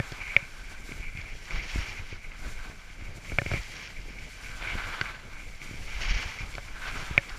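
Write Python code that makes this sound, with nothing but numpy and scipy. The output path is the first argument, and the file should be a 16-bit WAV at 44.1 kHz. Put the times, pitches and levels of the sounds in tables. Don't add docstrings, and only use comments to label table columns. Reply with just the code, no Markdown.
import sys
import numpy as np
from scipy import signal
from scipy.fft import rfft, irfft, next_fast_len
from scipy.io import wavfile
from scipy.ndimage import uniform_filter1d, map_coordinates

SR = 44100
rng = np.random.default_rng(int(sys.argv[2]) if len(sys.argv) > 2 else 0)


def gain_from_decibels(decibels):
    exponent = np.asarray(decibels, float) / 20
    return 10 ** exponent


def persist_wave(psi):
    counts = np.round(np.clip(psi, -1, 1) * 32767).astype(np.int16)
    wavfile.write(sys.argv[1], SR, np.atleast_2d(counts).T)


N = 325458

# f/Hz, level/dB per Hz
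AIR_RUSH = [(88, -31), (150, 9.5), (974, -12), (1550, -9), (1840, 1), (2270, -11), (2760, -22), (7230, -8),
            (8440, -41), (13100, -41), (15000, -39)]
# f/Hz, level/dB per Hz
BUFFET = [(5.9, -64), (10, 11.5), (27, 12), (41, -15), (81, -11), (139, -22), (224, -28.5), (576, -32.5),
          (700, -34), (910, -38.5), (1540, -120)]
# start t/s, end t/s, buffet level/dB
GUSTS = [(.62, .66, -38.5), (.81, .85, -35), (.95, 1.09, -37), (1.18, 1.23, -37.5), (1.33, 1.36, -39),
         (1.53, 1.62, -31), (1.75, 1.82, -32.5), (1.99, 2.02, -41.5), (2.45, 2.48, -31),
         (2.52, 2.75, -38.5), (2.98, 3.2, -38), (3.32, 3.34, -30), (3.52, 3.58, -30.5), (3.98, 4.25, -36.5),
         (4.44, 4.66, -38), (4.74, 4.76, -29), (4.87, 4.9, -33), (5.05, 5.14, -38), (5.34, 5.37, -38),
         (5.47, 5.5, -37), (5.76, 5.87, -38), (5.95, 6.05, -38), (6.08, 6.18, -35), (6.43, 6.57, -34.5),
         (6.67, 6.69, -42), (6.75, 6.77, -36), (6.89, 7.2, -37.5), (7.32, 7.38, -36)]
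# f/Hz, width/Hz, level/dB
SWAY = [(39.2, 7, 0)]
# f/Hz, level/dB per Hz
HISS = [(1500, -26), (3500, -3), (6500, -1.5), (7600, 0), (8300, -8.5), (10000, -10), (12500, -15),
        (15500, -20.5)]
# t/s, hiss level/dB
AIRFLOW = [(0.0, -61), (0.12, -59.5), (0.45, -63), (1.3, -64.5), (1.72, -56), (2.2, -71), (2.45, -59),
           (3.0, -69.5), (3.3, -60), (3.55, -58.5), (4.12, -67.5), (4.4, -59), (5.06, -59), (5.14, -67),
           (5.9, -59), (6.7, -63), (7.0, -57), (7.38, -61)]
# t/s, length/s, change/dB
SHELTER = [(.83, 0.046, -4), (0.9, 0.13, 5), (1.362, 0.068, -5), (1.46, 0.085, -1.5), (1.62, 0.12, -9),
           (2.238, 0.028, 5), (2.336, 0.094, -4), (3.048, 0.055, 6), (3.13, .04, -6), (3.167, 0.024, 5),
           (3.204, 0.036, -5), (5.528, .04, 0), (5.59, 0.026, -7), (5.64, 0.038, 4), (6.157, 0.098, -5),
           (6.22, 0.021, 7), (6.75, 0.04, -5), (7.196, 0.15, -4.5)]

# t/s, peak level/dB, direction, f/Hz
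JOLTS = [(0.0035, -26, 1, 116.6), (0.429, -31, -1, 129), (0.9993, -33, 1, 85), (1.074, -35, -1, 70),
         (1.153, -27.5, -1, 115), (1.19, -27, -1, 90), (1.5423, -30, -1, 124), (1.76, -17, 1, 47.7),
         (1.79, -20, -1, 69), (2, -24.5, -1, 78.5), (2.1283, -27.5, -1, 91.5), (2.471, -24, -1, 46.3),
         (2.4833, -33, 1, 60), (2.702, -35, 1, 98), (3.024, -32, 1, 71), (3.093, -29, -1, 84),
         (3.467, -21, -1, 70), (3.525, -24, -1, 75), (3.543, -24, 1, 70), (3.5716, -27, -1, 126),
         (3.592, -22, -1, 59.7), (3.994, -31.5, -1, 107), (4.5, -33.5, -1, 120), (4.745, -45, -1, 42),
         (5.7125, -30, 1, 110), (5.742, -32.5, 1, 116), (5.966, -22, -1, 43), (5.989, -37, -1, 37.8),
         (6.02, -21, -1, 37.8), (6.057, -20, -1, 30), (6.085, -21, -1, 33), (6.1145, -15.5, -1, 45),
         (6.141, -20, -1, 46.3), (6.164, -18, -1, 42.3), (6.2614, -24.5, -1, 58.6),
         (6.41, -26.5, -1, 114.8), (6.4376, -27, -1, 61.6), (6.9585, -31.5, 1, 123), (6.994, -30, -1, 117),
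         (7.0275, -30.5, -1, 126), (7.115, -25, -1, 61)]
# t/s, peak level/dB, direction, f/Hz
STRAP_SLAPS = [(0.8, -36, -1, 200), (0.851, -43, -1, 260), (0.893, -34.5, 1, 340), (0.917, -35, 1, 280),
               (0.945, -41, 1, 185.2), (1.354, -37, -1, 400), (1.761, -34, 1, 230), (2.128, -30.5, -1, 380),
               (2.7, -35, 1, 170), (2.66, -37, -1, 220), (2.468, -31, -1, 242), (3.005, -42, -1, 230),
               (4.06, -39, -1, 320), (4.085, -33, -1, 382), (4.106, -32.5, -1, 220), (4.754, -27.5, 1, 202),
               (5.411, -44, -1, 220), (5.432, -40, -1, 252), (5.66, -36, -1, 230), (5.693, -34, -1, 230),
               (6.112, -24, -1, 150), (7.111, -26.5, 1, 133)]
# f/Hz, level/dB, t60/s
POLE_MODES = [(1020, -15, 0.007), (1530, 3.5, 0.016), (2070, 3, 0.012), (2450, -12, 0.012),
              (3660, -18, .007), (2870, -3, 0.014), (3280, -9, 0.012), (4440, -4, 0.0079),
              (5700, -11, 0.0041)]
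# t/s, peak level/dB
LATCH_THROWN = [
    (0.001, -34),
    (0.367, -32),
    (3.3907, -29),
    (7.183, -28),
]
# t/s, peak level/dB
TAPS = [(0.215, -23.5), (0.3067, -30), (0.3192, -28), (0.395, -31), (0.8904, -36), (1.173, -29),
        (1.3209, -33), (1.5598, -24.5), (1.5958, -26), (1.6631, -32), (1.7587, -22), (2.317, -37),
        (2.9003, -34), (3.011, -35), (3.2965, -30), (3.4805, -29), (3.5064, -33), (3.536, -20),
        (3.5464, -29), (3.5553, -26), (3.5644, -23.5), (3.5754, -23), (3.5844, -30), (3.9679, -32),
        (4.186, -29), (4.4605, -31), (4.4947, -35), (4.6244, -29), (4.6528, -32), (4.6713, -25),
        (4.7516, -32), (4.8384, -31), (5.0569, -29), (5.9484, -32), (6.0533, -22), (6.141, -23),
        (6.1804, -29), (6.3749, -36), (6.9431, -25.5), (7.2085, -37), (7.2335, -35)]
# t/s, peak level/dB, thud level/dB, wall level/dB, tick level/dB
KNOCKS_IN = [(0.1199, -53, -37.5, -40, -28.5), (0.3645, -4.5, -32, -21.5, -26.5),
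             (0.9199, -31, -41, -57, -51), (1.1725, -33, -48, -62, -37), (1.214, -35, -56, -62, -37),
             (2.3178, -37, -57, -49, -62), (2.9002, -43, -50, -63, -58), (3.2968, -34, -64, -57, -55),
             (3.3191, -39, -33.5, -34.5, -59), (5.012, -30, -33, -44, -31), (5.616, -31.5, -48, -61, -46),
             (6.1403, -28, -66, -50, -39), (6.212, -50, -55, -60, -40), (6.526, -39, -60, -57, -38),
             (6.539, -37, -68, -57, -36), (6.5515, -32, -46, -49, -30.5), (7.1778, -5, -26.5, -17, -25),
             (7.294, -46, -59, -61, -31.5)]
# t/s, peak level/dB, thud level/dB, wall level/dB, tick level/dB
KNOCKS_OUT = [(-0.0008, -27, -28.5, -24.5, -35), (1.5072, -29, -48, -51, -36),
              (3.3855, -13, -28.5, -19.5, -31), (3.4173, -33, -32, -31, -55), (3.4609, -42, -32, -36, -51),
              (3.4628, -26, -50, -50, -51), (3.5151, -30, -32, -28, -47), (3.5358, -45, -50, -36, -50),
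              (3.5375, -31, -30.5, -30.5, -44), (3.633, -47, -66, -68, -34), (4.625, -41, -70, -38, -43),
              (6.5816, -37, -43, -30.5, -58), (7.1796, -17.5, -60, -44, -40)]

CAVITY = [(2125, 252, 5), (2342, 214, 7.5), (2903, 300, -11.5)]
# f/Hz, width/Hz, level/dB
WALLS = [(690, 110, 5), (882, 200, 0), (1520, 240, 5.5)]
# f/Hz, width/Hz, level/dB
THUD = [(117, 55, 0)]
# f/Hz, width/Hz, level/dB
EDGES = [(3330, 240, -7), (4540, 190, -8.5), (5180, 130, -11.5), (5630, 280, -17.5), (7060, 450, -20.5)]
# f/Hz, width/Hz, level/dB
DOOR = [(560, 30, -5)]
# f/Hz, width/Hz, level/dB
WALL_PUSH = [(415, 3400, 0)]
# f/Hz, width/Hz, level/dB
LENS_RIM = [(3330, 240, 0), (3690, 100, -4)]
# f/Hz, width/Hz, level/dB
PORT = (9120, 140, -4)
FAMILY_LAGS = [.00008, .0001, .00014, .0008, .00178, 0, .0002]
# f/Hz, width/Hz
GAPS_AIR = [(1860, 90)]
# f/Hz, width/Hz
GAPS_KNOCK = [(225, 110), (480, 90), (1110, 200), (1875, 110), (3900, 200), (5620, 200)]
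# f/Hz, width/Hz
GAPS_SPRAY = [(3560, 150), (5150, 200)]
# f/Hz, width/Hz
GAPS_SEAMS = [(5150, 250), (6700, 300), (7800, 600)]

# f/Hz, level/dB per Hz
SLUSH = [(250, -13.5), (500, -10), (900, -5), (1300, -3.5), (2000, -3.5), (3000, -10), (4500, -15.5),
         (7000, -38.5)]
# f/Hz, width/Hz, level/dB
SPRAY_PEAKS = [(1880, 250, 14), (3070, 1000, 5.5), (3480, 120, -5), (4540, 800, -4.5), (5490, 500, 4),
               (6300, 540, -1.5), (6980, 490, -5)]
# f/Hz, width/Hz, level/dB
SHAVING = [(3040, 840, 5), (3900, 290, -2)]
# f/Hz, width/Hz, level/dB over the scrape
SKI_RING = (1535, 115, 7.6)
# f/Hz, width/Hz, level/dB over the scrape
SKI_FLEXED = (1360, 390, 1.4)
# t/s, level/dB
RING_FREEDOM = [(0, -8), (.5, 2), (1.4, -2.5), (1.7, 1), (2.3, -4), (2.6, -1), (3.2, -4), (3.5, -10),
                (4.2, 1.5), (4.5, 2.5), (5.0, -1.5), (5.3, -2.5), (5.6, -6), (6.1, 2), (6.4, -9), (6.8, 4),
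                (7.1, -8), (7.38, -7)]
# start t/s, end t/s, level/dB
BENDS = [
    (4.62, 4.66, -25),
    (4.82, 5.1, -4),
    (6.2, 6.35, -18),
    (6.95, 7.16, -2.5),
    (7.3, 7.38, -1),
]
# start t/s, end t/s, scrape level/dB, spray level/dB
TURNS = [
    (0.05, 0.33, -46, -55.5),
    (1.62, 1.9, -44.5, -44),
    (3.62, 3.86, -54, -47),
    (4.62, 5.07, -41, -52.5),
    (6.0, 6.17, -41, -42.5),
    (6.21, 6.3, -41, -44),
    (6.95, 7.07, -45, -65),
]
# start t/s, end t/s, scrape level/dB, spray level/dB
PATCHES = [(.58, .6, -52.5, -56), (.7, .76, -52.5, -57), (.9, 1.04, -52.5, -57), (1.2, 1.31, -54.5, -55),
           (1.37, 1.43, -60, -53), (1.52, 1.56, -44.5, -50.5), (2.11, 2.14, -52, -52.5),
           (2.3, 2.39, -57, -81), (2.44, 2.52, -49.5, -57.5), (2.6, 2.7, -48.5, -59), (2.8, 2.93, -58, -76),
           (3.03, 3.07, -54, -63), (3.27, 3.49, -54.5, -53), (3.52, 3.57, -43, -45.5),
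           (3.77, 3.83, -49, -48.5), (4.08, 4.12, -60, -53.5), (4.2, 4.34, -64, -52.5),
           (4.38, 4.55, -54.5, -54.5), (5.1, 5.15, -64, -71), (5.32, 5.42, -50.5, -62),
           (5.62, 5.78, -51, -52), (5.83, 5.92, -57, -51), (6.4, 6.46, -48.5, -49),
           (6.55, 6.76, -52.5, -55), (6.87, 6.895, -37.5, -51), (6.98, 7.02, -43, -45),
           (7.12, 7.15, -44.5, -51), (7.2, 7.38, -51, -54.5)]
# start t/s, end t/s, buzz level/dB
RATTLES = [(0, .19, -52), (.21, .34, -39.5), (.37, .43, -43.5), (.66, .98, -55), (1.04, 1.08, -43),
           (1.17, 1.19, -41.5), (1.28, 1.31, -44), (1.53, 1.62, -42.5), (1.74, 1.77, -43),
           (1.82, 1.99, -44), (2.12, 2.14, -48), (2.25, 2.26, -48), (2.33, 2.67, -55), (3.04, 3.09, -48.5),
           (3.28, 3.33, -48), (3.46, 3.51, -47), (3.545, 3.577, -40.5), (3.95, 3.98, -50.5),
           (4.09, 4.22, -50.5), (4.45, 4.5, -45), (4.655, 4.72, -37.5), (4.8, 4.94, -44), (5.05, 5.09, -43),
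           (5.36, 5.47, -48.5), (5.6, 5.92, -53.5), (5.91, 6.0, -46), (6.05, 6.17, -43), (6.19, 6.3, -44.5),
           (6.38, 6.42, -39), (6.62, 6.68, -55), (6.87, 6.95, -44), (7.0, 7.27, -52)]
# start t/s, end t/s, spray level/dB, shaving level/dB
CLODS = [(1.505, 1.52, -54, -55), (1.68, 1.72, -47, -53), (1.78, 1.84, -46.5, -55),
         (2.098, 2.125, -53, -56), (3.55, 3.585, -54, -58), (4.615, 4.64, -58, -47),
         (4.66, 4.76, -54, -47.5), (4.82, 4.85, -57, -48), (4.92, 4.99, -63, -56), (5.945, 5.96, -46, -50),
         (6.015, 6.035, -37.5, -44), (6.052, 6.064, -39, -49), (6.09, 6.122, -37, -49),
         (6.134, 6.152, -37, -51), (6.18, 6.2, -41, -59), (6.222, 6.24, -40, -56), (6.27, 6.285, -50, -62),
         (6.875, 6.89, -44, -51), (7.05, 7.07, -55, -49), (7.11, 7.15, -63, -56), (7.29, 7.3, -47, -56)]


def unit(x):
    return x / np.sqrt(np.mean(x ** 2) + 1e-20)


def colour(points):
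    f, db = np.transpose(points)
    return lambda hz: gain_from_decibels(np.interp(np.log(hz + 1), np.log(f + 1), db))


def modes(table):
    def response(f):
        total = 0
        for k, (centre, width, db) in enumerate(table):
            damped = 1j * f * width
            total = total + (-1) ** k * gain_from_decibels(db) * damped / (centre * centre - f * f + damped)
        return total
    return response


def gaps(table, left=0.15):
    def response(f):
        passed = 1
        for centre, width in table:
            detuned = centre * centre - f * f
            passed = passed * (detuned + 1j * left * f * width) / (detuned + 1j * f * width)
        return passed
    return response


def filtered(x, response):
    m = next_fast_len(N + SR // 2)
    return irfft(rfft(x, m) * response(np.fft.rfftfreq(m, 1 / SR)), m)[:N]


def wobble(rate):
    at = np.arange(0, N + 8, 8)
    knots = rng.standard_normal(int(N * rate / SR) + 4)
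    return np.interp(np.arange(N), at, map_coordinates(knots, [at * rate / SR]))


def grit(patchy_db, grain_db):
    grains = rng.standard_normal(N) * gain_from_decibels(grain_db * wobble(900))
    z = signal.stft(grains, nperseg=512)[2]
    field = uniform_filter1d(rng.standard_normal(z.shape), size=8, axis=0)
    field = uniform_filter1d(field, size=8, axis=1)
    return signal.istft(z * gain_from_decibels(patchy_db * unit(field)), nperseg=512)[1][:N]


def swells(table, rise, fall, rest_db):
    t = np.arange(0, N, 64) / SR
    start, end, *levels = np.transpose(table)[:, :, None]
    away_db = -rise * np.maximum(start - t, 0) - fall * np.maximum(t - end, 0)
    curves = []
    for db, rest in zip(levels, rest_db):
        power = gain_from_decibels(2 * rest) + gain_from_decibels(2 * (db + away_db)).sum(axis=0)
        curves.append(np.interp(np.arange(N) / SR, t, 10 * np.log10(power)))
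    return curves


def air_rush():
    return gain_from_decibels(-67.0) * unit(filtered(grit(.4, .6), colour(AIR_RUSH)))


def airflow():
    t = np.arange(0, N, 64) / SR
    db = np.interp(t, *np.transpose(AIRFLOW))
    for s, length, change_db in SHELTER:
        db = db + change_db * np.maximum(1 - np.abs(t - s) / length, 0)
    return np.interp(np.arange(N) / SR, t, gain_from_decibels(db))


def wind(spray_gain):
    calm_db = -42
    gust_db, = swells(GUSTS, 260, 210, (calm_db,))
    gust = gain_from_decibels(gust_db)
    low = lambda f: 1 / (1 + (f / 70) ** 4)
    thumps = filtered(grit(0.92, 1.6), lambda f: colour(BUFFET)(f) * low(f))
    thumps = unit(gain_from_decibels(0.35 * wobble(15)) * thumps)
    rocking = gain_from_decibels(6.0) * gust ** 1.378 * unit(filtered(rng.standard_normal(N), modes(SWAY)))

    flutter_db = -54 + 0.047 * (gust_db - calm_db)
    flap = np.hypot(gain_from_decibels(flutter_db), gain_from_decibels(-6) * spray_gain)
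    lumps = gain_from_decibels(1.46 * wobble(14) + 3.3 * wobble(40))
    flutter = filtered(grit(0.36, 0.68), lambda f: colour(BUFFET)(f) * (1 - low(f)))
    flutter = unit(lumps * flutter)

    hiss = gain_from_decibels(1.03 * wobble(25) + 0.97 * wobble(41)) * filtered(grit(0.53, 0.86), colour(HISS))
    return gain_from_decibels(-3.5) * gust * thumps + rocking + flap * flutter + gain_from_decibels(6.5) * airflow() * unit(hiss)


def jolts():
    half = SR // 10
    out, t = np.zeros(N + 2 * half), np.arange(-half, half) / SR
    bottoming = 0.86 * gain_from_decibels(-60 * np.abs(t) / 0.009) * np.cos(2 * np.pi * 260 * t)
    for s, db, direction, hz in JOLTS + STRAP_SLAPS:
        cycles = np.where(t < 0, 2.5, 4.5)
        swing = gain_from_decibels(-60 * np.abs(t) * hz / cycles) * np.cos(2 * np.pi * hz * t)
        crest = (direction > 0) * bottoming
        out[round(s * SR):][:2 * half] += np.sign(direction) * gain_from_decibels(db - 4.0) * (swing + crest)
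    return out[half:half + N]


def pole():
    out, t = np.zeros(N), np.arange(SR // 20) / SR
    ring = sum(gain_from_decibels(db - 60 * t / t60) * np.sin(2 * np.pi * hz * t) for hz, db, t60 in POLE_MODES)
    onset = 1 - np.exp(-t / 0.00043)
    out[round(5.0122 * SR):][:len(t)] = gain_from_decibels(-15.5) * ring * onset
    return out


def latch():
    hz, rise_s, t60_s = 1797, 0.0012, 0.031
    out, t = np.zeros(N), np.arange(SR // 20) / SR
    ring = gain_from_decibels(-60 * t / t60_s) * (1 - np.exp(-t / rise_s)) * np.sin(2 * np.pi * hz * t)
    for s, db in LATCH_THROWN:
        out[round(s * SR):][:len(t)] += gain_from_decibels(db + 7.5) * ring
    return out


def taps():
    rise_s, t60_s = 0.00057, 0.025
    blows, t = np.zeros(N), np.arange(SR // 20) / SR
    s, db = np.transpose(TAPS)
    blows[np.round(s * SR).astype(int)] = gain_from_decibels(db - 5)
    envelope = gain_from_decibels(-60 * t / t60_s) * (1 - np.exp(-t / rise_s))
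    shake = signal.fftconvolve(blows, envelope)[:N]
    return shake * unit(filtered(rng.standard_normal(N), modes(CAVITY)))


def settling():
    delay_s, t60_s = .003, 0.014
    blows = np.zeros(N)
    for s, db, *_ in KNOCKS_IN + KNOCKS_OUT:
        blows[round(s * SR + delay_s * SR)] = gain_from_decibels(db)
    shiver = signal.fftconvolve(blows, gain_from_decibels(-60 * np.arange(SR // 20) / SR / t60_s))[:N]
    soft_cavity = lambda f: modes(CAVITY)(f) / (1 + 1j * f / 3500) ** 2
    return gain_from_decibels(-1.5) * filtered(shiver * rng.standard_normal(N), soft_cavity)


def knock_levels(table, push_db):
    rows = np.array(table)
    peak_db, wall_db = rows[:, 1], rows[:, 3]
    door = np.hypot(gain_from_decibels(peak_db - 41), gain_from_decibels(wall_db - 16))
    return np.column_stack([rows, 20 * np.log10(door), wall_db + push_db, peak_db - 21])


def mount():
    out, early = np.zeros(N), SR // 100
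    # family, boost/dB, contact softness/Hz, damping
    families = [(CAVITY, 3, 3300, .8), (THUD, 9, 420, .71), (WALLS, 1, 2300, .9), (EDGES, -2, 6500, .71),
                (DOOR, 7, 3200, .71), (WALL_PUSH, 4, 2000, 1.5), (LENS_RIM, 0, 5000, 1.4)]
    directions = [(1.0, knock_levels(KNOCKS_IN, -1)), (-1.11, knock_levels(KNOCKS_OUT, 4))]
    for column, ((family, boost_db, soft_hz, damping), lag) in enumerate(zip(families, FAMILY_LAGS)):
        blows = np.zeros(N)
        for sign, rows in directions:
            at = np.round(rows[:, 0] * SR).astype(int) + early
            blows[at] = sign * gain_from_decibels(rows[:, column + 1])

        def ring(f):
            s = 1j * f / soft_hz
            contact = 1 / (1 + damping * s + s ** 2) ** 2
            return modes(family)(f) * np.exp(-2j * np.pi * f * lag) * contact

        peak = np.abs(irfft(ring(np.fft.rfftfreq(SR, 1 / SR)))).max()
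        out += gain_from_decibels(boost_db) / peak * filtered(blows, ring)
    out = filtered(out, gaps(GAPS_KNOCK, left=0.44))
    return np.pad(out[early:], (0, early))


def spray_band(low_hz):
    def response(f):
        body = modes(SPRAY_PEAKS)(f) * gaps(GAPS_SPRAY)(f)
        return body * f ** 2 / (f ** 2 + low_hz ** 2) / (1 + (f / 7800) ** 8)
    return response


def clods():
    spray_db, shaving_db = swells(CLODS, 1700, 1800, (-120, -75))
    crushed = grit(0.53, 3)
    shaved = filtered(crushed[::-1], lambda f: modes(SHAVING)(f) / (1 + (f / 4500) ** 6))
    spray = filtered(crushed, spray_band(1500))
    return gain_from_decibels(spray_db) * unit(spray) + gain_from_decibels(shaving_db) * unit(shaved)


def load():
    turns = swells(TURNS, 98, 76, (-57, -58.5))
    patches = swells(PATCHES, 164, 270, (-120, -120))
    return [np.hypot(gain_from_decibels(a), gain_from_decibels(b)) for a, b in zip(turns, patches)]


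def skis(scrape_gain, spray_gain):
    chatter = wobble(25)
    slush = filtered(grit(0.71, 1.26), colour(SLUSH))
    free = gain_from_decibels(np.interp(np.arange(N) / SR, *np.transpose(RING_FREEDOM)))
    free = free / (1 + (spray_gain / gain_from_decibels(-49)) ** 2)
    bent = gain_from_decibels(swells(BENDS, 200, 220, (-20,))[0])
    ringing = free * filtered(slush, modes([SKI_RING])) + bent * filtered(slush, modes([SKI_FLEXED]))
    scrape = gain_from_decibels(0.84 * chatter + 1.8 * wobble(60)) * (slush + ringing)

    buzz = gain_from_decibels(0.64 * chatter + 1.5 * wobble(77)) * filtered(grit(0.24, 1.3), modes(CAVITY))
    rattle_db, = swells(RATTLES, 260, 340, (-56,))
    shake = np.hypot(gain_from_decibels(rattle_db), gain_from_decibels(-5.5) * spray_gain)

    spray = gain_from_decibels(0.25 * chatter + 1.5 * wobble(45)) * filtered(grit(0.23, 2.6), spray_band(1700))
    return gain_from_decibels(0.5) * scrape_gain * unit(scrape) + spray_gain * unit(spray) + shake * unit(buzz)


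def scene():
    scrape_gain, spray_gain = load()
    outside = air_rush() + wind(spray_gain) + clods() + skis(scrape_gain, spray_gain)
    inside = jolts() + pole() + latch() + taps() + settling() + mount()
    case = lambda f: gaps(GAPS_AIR)(f) * gaps(GAPS_SEAMS, left=.6)(f) * (1 + modes([PORT])(f))
    return (filtered(outside, case) + inside)[None]


def low_pass(x):
    return signal.sosfilt(signal.butter(12, 15200, fs=SR, output="sos"), x)


def record(dry):
    mix = filtered(dry[0], lambda f: 1 / (1 + (f / 15200) ** 300))[None]
    return low_pass(mix)


dry = scene()
out = record(dry)
persist_wave(out)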